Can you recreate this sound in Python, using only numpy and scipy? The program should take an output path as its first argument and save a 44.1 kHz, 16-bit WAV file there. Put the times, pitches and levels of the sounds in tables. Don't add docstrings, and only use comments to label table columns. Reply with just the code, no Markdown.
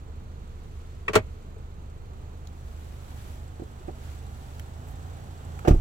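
import sys
import numpy as np
from scipy import signal
from scipy.fft import rfft, irfft, next_fast_len
from scipy.io import wavfile
from scipy.ndimage import uniform_filter1d

SR = 44100
rng = np.random.default_rng(int(sys.argv[2]) if len(sys.argv) > 2 else 0)


def to_wav(sig):
    pcm = np.clip(np.atleast_2d(sig), -1, 1) * 32767
    pcm = np.round(pcm).astype(np.int16)
    wavfile.write(sys.argv[1], SR, pcm.T)


N = 256127
RING = 16384
TIME, AGE = np.arange(N) / SR, np.arange(RING) / SR
SIDES = np.array([[0.5], [-0.5]])


# detents, seal, latch, stop, a loose trim.
# t/s, rattle level/dB, skin level/dB, contact/ms, rattle treble tilt/(dB per octave)
DOOR_KNOCKS = [(3.5967, -46, -34, 1.3, -1), (3.619, -43.5, -30, 1.8, -12), (3.881, -35, -30, 1.2, -2),
               (5.649, -26.5, -33, 1, 0), (5.674, -17, -26, 0.92, 2), (5.68, -18.5, -8.5, 1.53, 6),
               (5.705, -24, -24, 1.5, 2.5), (5.7085, -33, -6.5, 3.5, 3), (5.743, -45, -23.5, 0.87, 11)]
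# f/Hz, level/dB, t60/s, pan/dB
DOOR_SKIN_MODES = [(62.6, -29, 0.28, 4), (92.6, -15.5, 0.32, -4), (156.6, -10, 0.16, -1),
                   (211, -6, 0.065, 1), (274, -3, 0.061, -4), (328.2, -3, 0.091, -10),
                   (356.5, -2.5, 0.068, -10), (431.6, -9.5, 0.13, 0), (541, 0.5, 0.027, 11),
                   (700, -5, 0.02, 8), (723, -19, .06, -6), (862, -14.5, 0.13, 5), (1240, -12, 0.087, 1),
                   (2060, -15, .05, 0), (2710, -14, .05, 0)]
# f/Hz, level/dB
DOOR_PARTS_SPECTRUM = [(60, -58), (200, 4), (350, 6.5), (750, 10.5), (1000, -9.5), (1250, -1),
                       (1600, -12.5), (2600, -18.5), (4300, -28.5), (6000, -29.5), (7900, -34),
                       (8800, -42.5), (16000, -46)]

def door():
    out = np.zeros((2, N))
    for s, rattle_db, skin_db, contact_ms, tilt_db in DOOR_KNOCKS:
        parts = noise(RING, DOOR_PARTS_SPECTRUM, diffuse=0.51, tilt_db=tilt_db)
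        rattle = clatter(parts, rise_ms=0.78, low_t60=0.099, high_t60=0.12)
        skin = ring(DOOR_SKIN_MODES, contact_ms, rise_ms=0.94, lag_ms=-0.35)
        add(out, s, undb(rattle_db) * ports(rattle, lag_ms=0.368, pan_db=-2.5) + undb(skin_db) * skin)
    return out


def seal_thud():
    out = np.zeros((2, N))
    s, first_gap_s = 5.711, 0.0255
    for bounce in range(4):
        contact_ms = 9 * 1.65 ** bounce
        shove = undb(-2.5 - 2 * bounce ** 2) * ports(push(contact_ms), lag_ms=-0.1, pan_db=-1.6)
        add(out, s - contact_ms / 2000, shove)
        s += first_gap_s * 1.33 ** bounce
    add(out, 5.680, -undb(-10) * ports(push(contact_ms=9), lag_ms=0.2, pan_db=-3))
    return signal.sosfilt(signal.butter(1, 12, "high", fs=SR, output="sos"), out)


# catch, latch riding over it, stops, the hand letting go.
# t/s, clatter level/dB, lid level/dB, catch level/dB, contact/ms, clatter treble tilt/(dB per octave)
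LID_KNOCKS = [(1.0803, -28, -42, -8, 0.33, 0.5), (1.092, -31, -19.5, -28, 1.6, -4),
              (1.1327, -25.5, -32, -37, 0.24, 1.5), (1.142, -25.5, -32, -16, 0.4, 2),
              (1.1533, -13, -18.5, -28, 0.16, 3.5), (1.1561, -17, -4, -13, 0.69, -2.5),
              (1.165, -38, -31, -17, 0.58, -4), (1.563, -66, -40, -67, 1.2, 0)]
# f/Hz, level/dB, t60/s, pan/dB
LID_AND_BIN_MODES = [(104.5, -14, 0.23, -0.5), (181, -13, 0.075, -21.5), (239, -16, 0.11, -7),
                     (379, -16.5, 0.11, 3), (431.6, 5, 0.064, 6), (633, -10.5, 0.092, -13),
                     (852, -9.5, 0.066, -10), (1150, -29, .08, -5), (1358, 1, 0.047, 6),
                     (1480, -8, 0.044, 3), (1572, -18, 0.046, -5), (1860, -11.5, 0.089, -1),
                     (2190, -11, 0.14, -1), (2550, -16, 0.14, 8), (2970, -29, .06, 2),
                     (4295, -1, 0.052, -4)]
# f/Hz, level/dB, t60/s, pan/dB
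HOLLOW_CATCH_MODES = [(1124, -12, 0.038, 8), (1146, -13, 0.077, -2), (1283, -6.5, .035, -7),
                      (1850, -1.5, 0.025, -8), (1920, -0.5, 0.027, 8), (2290, 4, 0.028, 3),
                      (2586, 6.5, 0.028, 0), (3470, -6, 0.019, -9)]
# f/Hz, level/dB
PLASTIC_SPECTRUM = [(100, -29), (400, 5.5), (900, -1.5), (1300, -0.5), (1650, -1.5), (2300, -3),
                    (3200, -8.5), (4300, -14), (5000, -17.5), (7900, -17), (8700, -23.5), (10000, -26.5),
                    (16000, -32.5)]

def glove_box():
    out = np.zeros((2, N))
    for s, clatter_db, lid_db, catch_db, contact_ms, tilt_db in LID_KNOCKS:
        plastic = noise(RING, PLASTIC_SPECTRUM, diffuse=0.84, tilt_db=tilt_db)
        plastic = clatter(plastic, rise_ms=4.1 * contact_ms, low_t60=0.13, high_t60=0.061)
        plastic = ports(plastic, lag_ms=-0.016, pan_db=-1.5)
        lid = ring(LID_AND_BIN_MODES, contact_ms, rise_ms=5.5, lag_ms=-0.2)
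        catch = ring(HOLLOW_CATCH_MODES, contact_ms=0.31, rise_ms=7.7, lag_ms=0.17)
        add(out, s, undb(clatter_db) * plastic + undb(lid_db) * lid + undb(catch_db) * catch)
    return out


# t/s, level/dB, resonance f/Hz, resonance height/dB, t60/s
HARD_CONTACTS = [(2.4715, -40, 3900, 16, 0.018), (4.5952, -33.5, 1780, 18.5, 0.021),
                 (5.5898, -36.5, 1310, 33, 0.032), (5.65, -36.5, 1570, 41, 0.1),
                 (5.679, -28, 1920, 28, 0.042), (5.683, -36, 6000, 12, .035),
                 (5.708, -34.5, 1230, 41, 0.063)]
# f/Hz, level/dB
CONTACT_SPECTRUM = [(300, -13.5), (3000, 0.5), (4800, -4), (6200, 2), (7900, -1.5), (8800, -7), (12000, -2),
                    (16000, -3)]

def ticks():
    out = np.zeros((2, N))
    grid_hz = np.geomspace(100, 16000, 120)
    hiss_db = np.interp(grid_hz, *np.transpose(CONTACT_SPECTRUM))
    for s, db, hz, peak_db, t60 in HARD_CONTACTS:
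        peaks = resonance(grid_hz, hz, width=0.29) + 0.45 * resonance(grid_hz, 1.74 * hz, width=0.066)
        hiss = noise(RING, np.c_[grid_hz, hiss_db + peak_db * peaks], diffuse=1.0)
        add(out, s, undb(db) * clatter(hiss, rise_ms=1.0, low_t60=t60, high_t60=t60))
    return out


def engine():
    firing_hz = 25.3 + 3.3 * ease(middle_s=4.83, length_s=0.62) - 2 * np.maximum(TIME - 5.3, 0)
    firings = np.cumsum(firing_hz * (1 + 0.0043 * walk(5.8))) / SR
    outside = openness()
    return exhaust_hum(firings, outside) + fan(outside) + injectors(firings, outside)


# multiple of the firing rate, level in the cabin/dB, level outside/dB
EXHAUST_HARMONICS = [(1, -43.5, -51.5), (2, -54.5, -49), (3, -44.5, -41.5), (4, -56, -53), (5, -57, -50),
                     (7, -61, -74), (9, -67, -61)]

def exhaust_hum(firings, outside):
    hum = 0
    for k, cabin_db, open_db in EXHAUST_HARMONICS:
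        rms = undb(cabin_db + (open_db - cabin_db) * outside + 1.7 * walk(13))
        hum += rms * np.sqrt(2) * np.sin(2 * np.pi * (k * firings + rng.random()))
    pan_db = -2.5 * outside
    return ports(hum, lag_ms=0.44, pan_db=0) * undb(SIDES * pan_db)


# f/Hz, level/dB
FAN_CABIN_SPECTRUM = [(20, -42), (60, 5), (145, -8), (300, -17), (440, -14.5), (560, -21), (1350, -25.5),
                      (1650, -31.5), (3400, -36.5), (4400, -37.5), (5200, -47.5), (6000, -39),
                      (7900, -43.5), (8700, -49.5)]
# f/Hz, level/dB
FAN_OPEN_SPECTRUM = [(100, 0), (260, 6), (470, -5), (570, 1), (780, 5), (1040, -3.5), (1400, -3.5),
                     (1950, -10), (2200, -16), (3600, -13.5), (5100, -20), (7800, -14.5), (8600, -23.5),
                     (16000, -23.5)]

def fan(outside):
    muffled = noise(N, FAN_CABIN_SPECTRUM, diffuse=0.65, tilt_db=-0.38)
    muffled = ports(muffled, lag_ms=0.411, pan_db=-4.0)[:, :N]
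    direct = ports(noise(N, FAN_OPEN_SPECTRUM, diffuse=0.53), lag_ms=0.354, pan_db=-3.0)[:, :N]
    return (undb(-44.5) * muffled + undb(-50.5) * outside * direct) * undb(0.5 * walk(9))


def injectors(firings, outside):
    # f/Hz, level/dB
    ping = [(6000, -0.5), (7200, -10), (7700, 15), (8400, -29), (9200, -8), (9700, 7.5), (10600, -49)]
    injector_db = np.array([0, -7, -2, -5])[firings.astype(int) % 4]
    decay = np.exp(-(firings % 1) / 0.25)
    return noise(N, ping, diffuse=0.59)[:, :N] * decay * undb(injector_db - 66.0 + 11.2 * outside)


# fastest moment t/s, length/s, rub level/dB, sheen level/dB
CLOTH_STROKES = [(.78, 1, -65, -82), (1.37, 0.25, -67.5, -90), (3.0, 0.9, -60.5, -67),
                 (3.232, 0.35, -58, -63), (4.1, 0.27, -56, -65), (4.497, 0.49, -61, -67),
                 (4.893, 0.064, -70, -59)]
# f/Hz, level/dB
RUB_SPECTRUM = [(300, -32), (1200, -1.5), (3300, -4.5), (5200, -9.5), (7500, -8), (8700, -14), (12000, -16),
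                (16000, -28)]
# f/Hz, level/dB
SHEEN_SPECTRUM = [(4000, -12), (9000, -1), (11500, 3), (16000, -0.5)]

def clothes():
    rub_power = (undb(-67.5) * openness()) ** 2
    sheen_power = 0
    for s, length_s, rub_db, sheen_db in CLOTH_STROKES:
        speed = np.exp(-(2 * (TIME - s) / length_s) ** 2)
        rub_power += (undb(rub_db) * speed) ** 2
        sheen_power += (undb(sheen_db) * speed) ** 2
    rub = noise(N, RUB_SPECTRUM, diffuse=1.0)[:, :N] * np.sqrt(rub_power) * undb(1.5 * walk(330))
    sheen = noise(N, SHEEN_SPECTRUM, diffuse=0.88)[:, :N] * np.sqrt(sheen_power) * undb(1.9 * walk(400))
    return (rub + sheen) * undb(1.1 * walk(35))


# mid-move t/s, length/s, openness gained
MICROPHONE_MOVES = [(2.596, 1.7, 0.51), (4.6, 2.9, 0.32)]

def openness():
    return 0.15 + sum(gained * ease(s, length_s) for s, length_s, gained in MICROPHONE_MOVES)


def ring(modes, contact_ms, rise_ms, lag_ms):
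    body = sum(undb(db + SIDES * pan_db) * np.sin(2 * np.pi * hz * AGE) * fade(t60)
               for hz, db, t60, pan_db in modes)
    force = push(contact_ms)
    struck = signal.fftconvolve(body * swell(rise_ms), force[None] / force.sum())
    return ports(struck[:, :RING], lag_ms, pan_db=0)


def clatter(x, rise_ms, low_t60, high_t60):
    octave = np.log2(np.clip(np.fft.rfftfreq(RING, 1 / SR), 125, 16000) / 125)
    spectrum, out = rfft(x), 0
    for k, t60 in enumerate(np.geomspace(low_t60, high_t60, 8)):
        band = np.maximum(1 - abs(octave - k), 0)
        out += irfft(spectrum * band) * fade(t60)
    return out * swell(rise_ms)


def noise(size, spectrum, diffuse, tilt_db=0):
    padded = next_fast_len(size, True)
    hz = np.fft.rfftfreq(padded, 1 / SR) + 1
    points_hz, db = np.transpose(spectrum)
    gain = undb(np.interp(np.log(hz), np.log(points_hz), db) + tilt_db * np.log2(1 + hz / 1500))
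    white = rfft(rng.standard_normal((3, padded)))
    own_share = diffuse * hz ** 2 / (hz ** 2 + 350 ** 2)
    x = irfft(gain * (np.sqrt(1 - own_share) * white[0] + np.sqrt(own_share) * white[1:]), padded)
    return x / x.std()


def ports(x, lag_ms, pan_db):
    size = x.shape[-1]
    delay = np.exp(-2j * np.pi * np.fft.rfftfreq(size, 1 / SR) * SIDES * lag_ms / 1000)
    return irfft(rfft(x) * delay, size) * undb(SIDES * pan_db)


def push(contact_ms):
    return np.sin(np.pi * np.minimum(AGE * 1000 / contact_ms, 1)) ** 2


def swell(rise_ms):
    return 1 - np.exp(-AGE * 1000 / rise_ms)


def fade(t60):
    return np.exp(-np.log(1000) * AGE / t60)


def resonance(grid_hz, hz, width):
    return 1 / (1 + (np.log(grid_hz / hz) / width) ** 2)


def ease(middle_s, length_s):
    return 0.5 + 0.5 * np.sin(np.pi * np.clip((TIME - middle_s) / length_s, -0.5, 0.5))


def walk(rate_hz):
    hold = int(SR / rate_hz)
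    return uniform_filter1d(np.repeat(rng.standard_normal(N // hold + 1), hold), hold)[:N]


def undb(db):
    return 10 ** (np.asarray(db) / 20)


def add(out, s, sound):
    start = int(s * SR)
    out[:, start:start + sound.shape[1]] += sound[:, :N - start]


def scene():
    return glove_box() + door() + seal_thud() + ticks() + engine() + clothes()


def record(dry):
    low_cut = signal.butter(2, 14, "high", fs=SR, output="sos")
    high_cut = signal.ellip(10, 0.2, 80, 15900, fs=SR, output="sos")
    clipped = np.clip(signal.sosfilt(low_cut, dry), -1, 1)
    return signal.sosfilt(high_cut, clipped)


dry = scene()
out = record(dry)
to_wav(out)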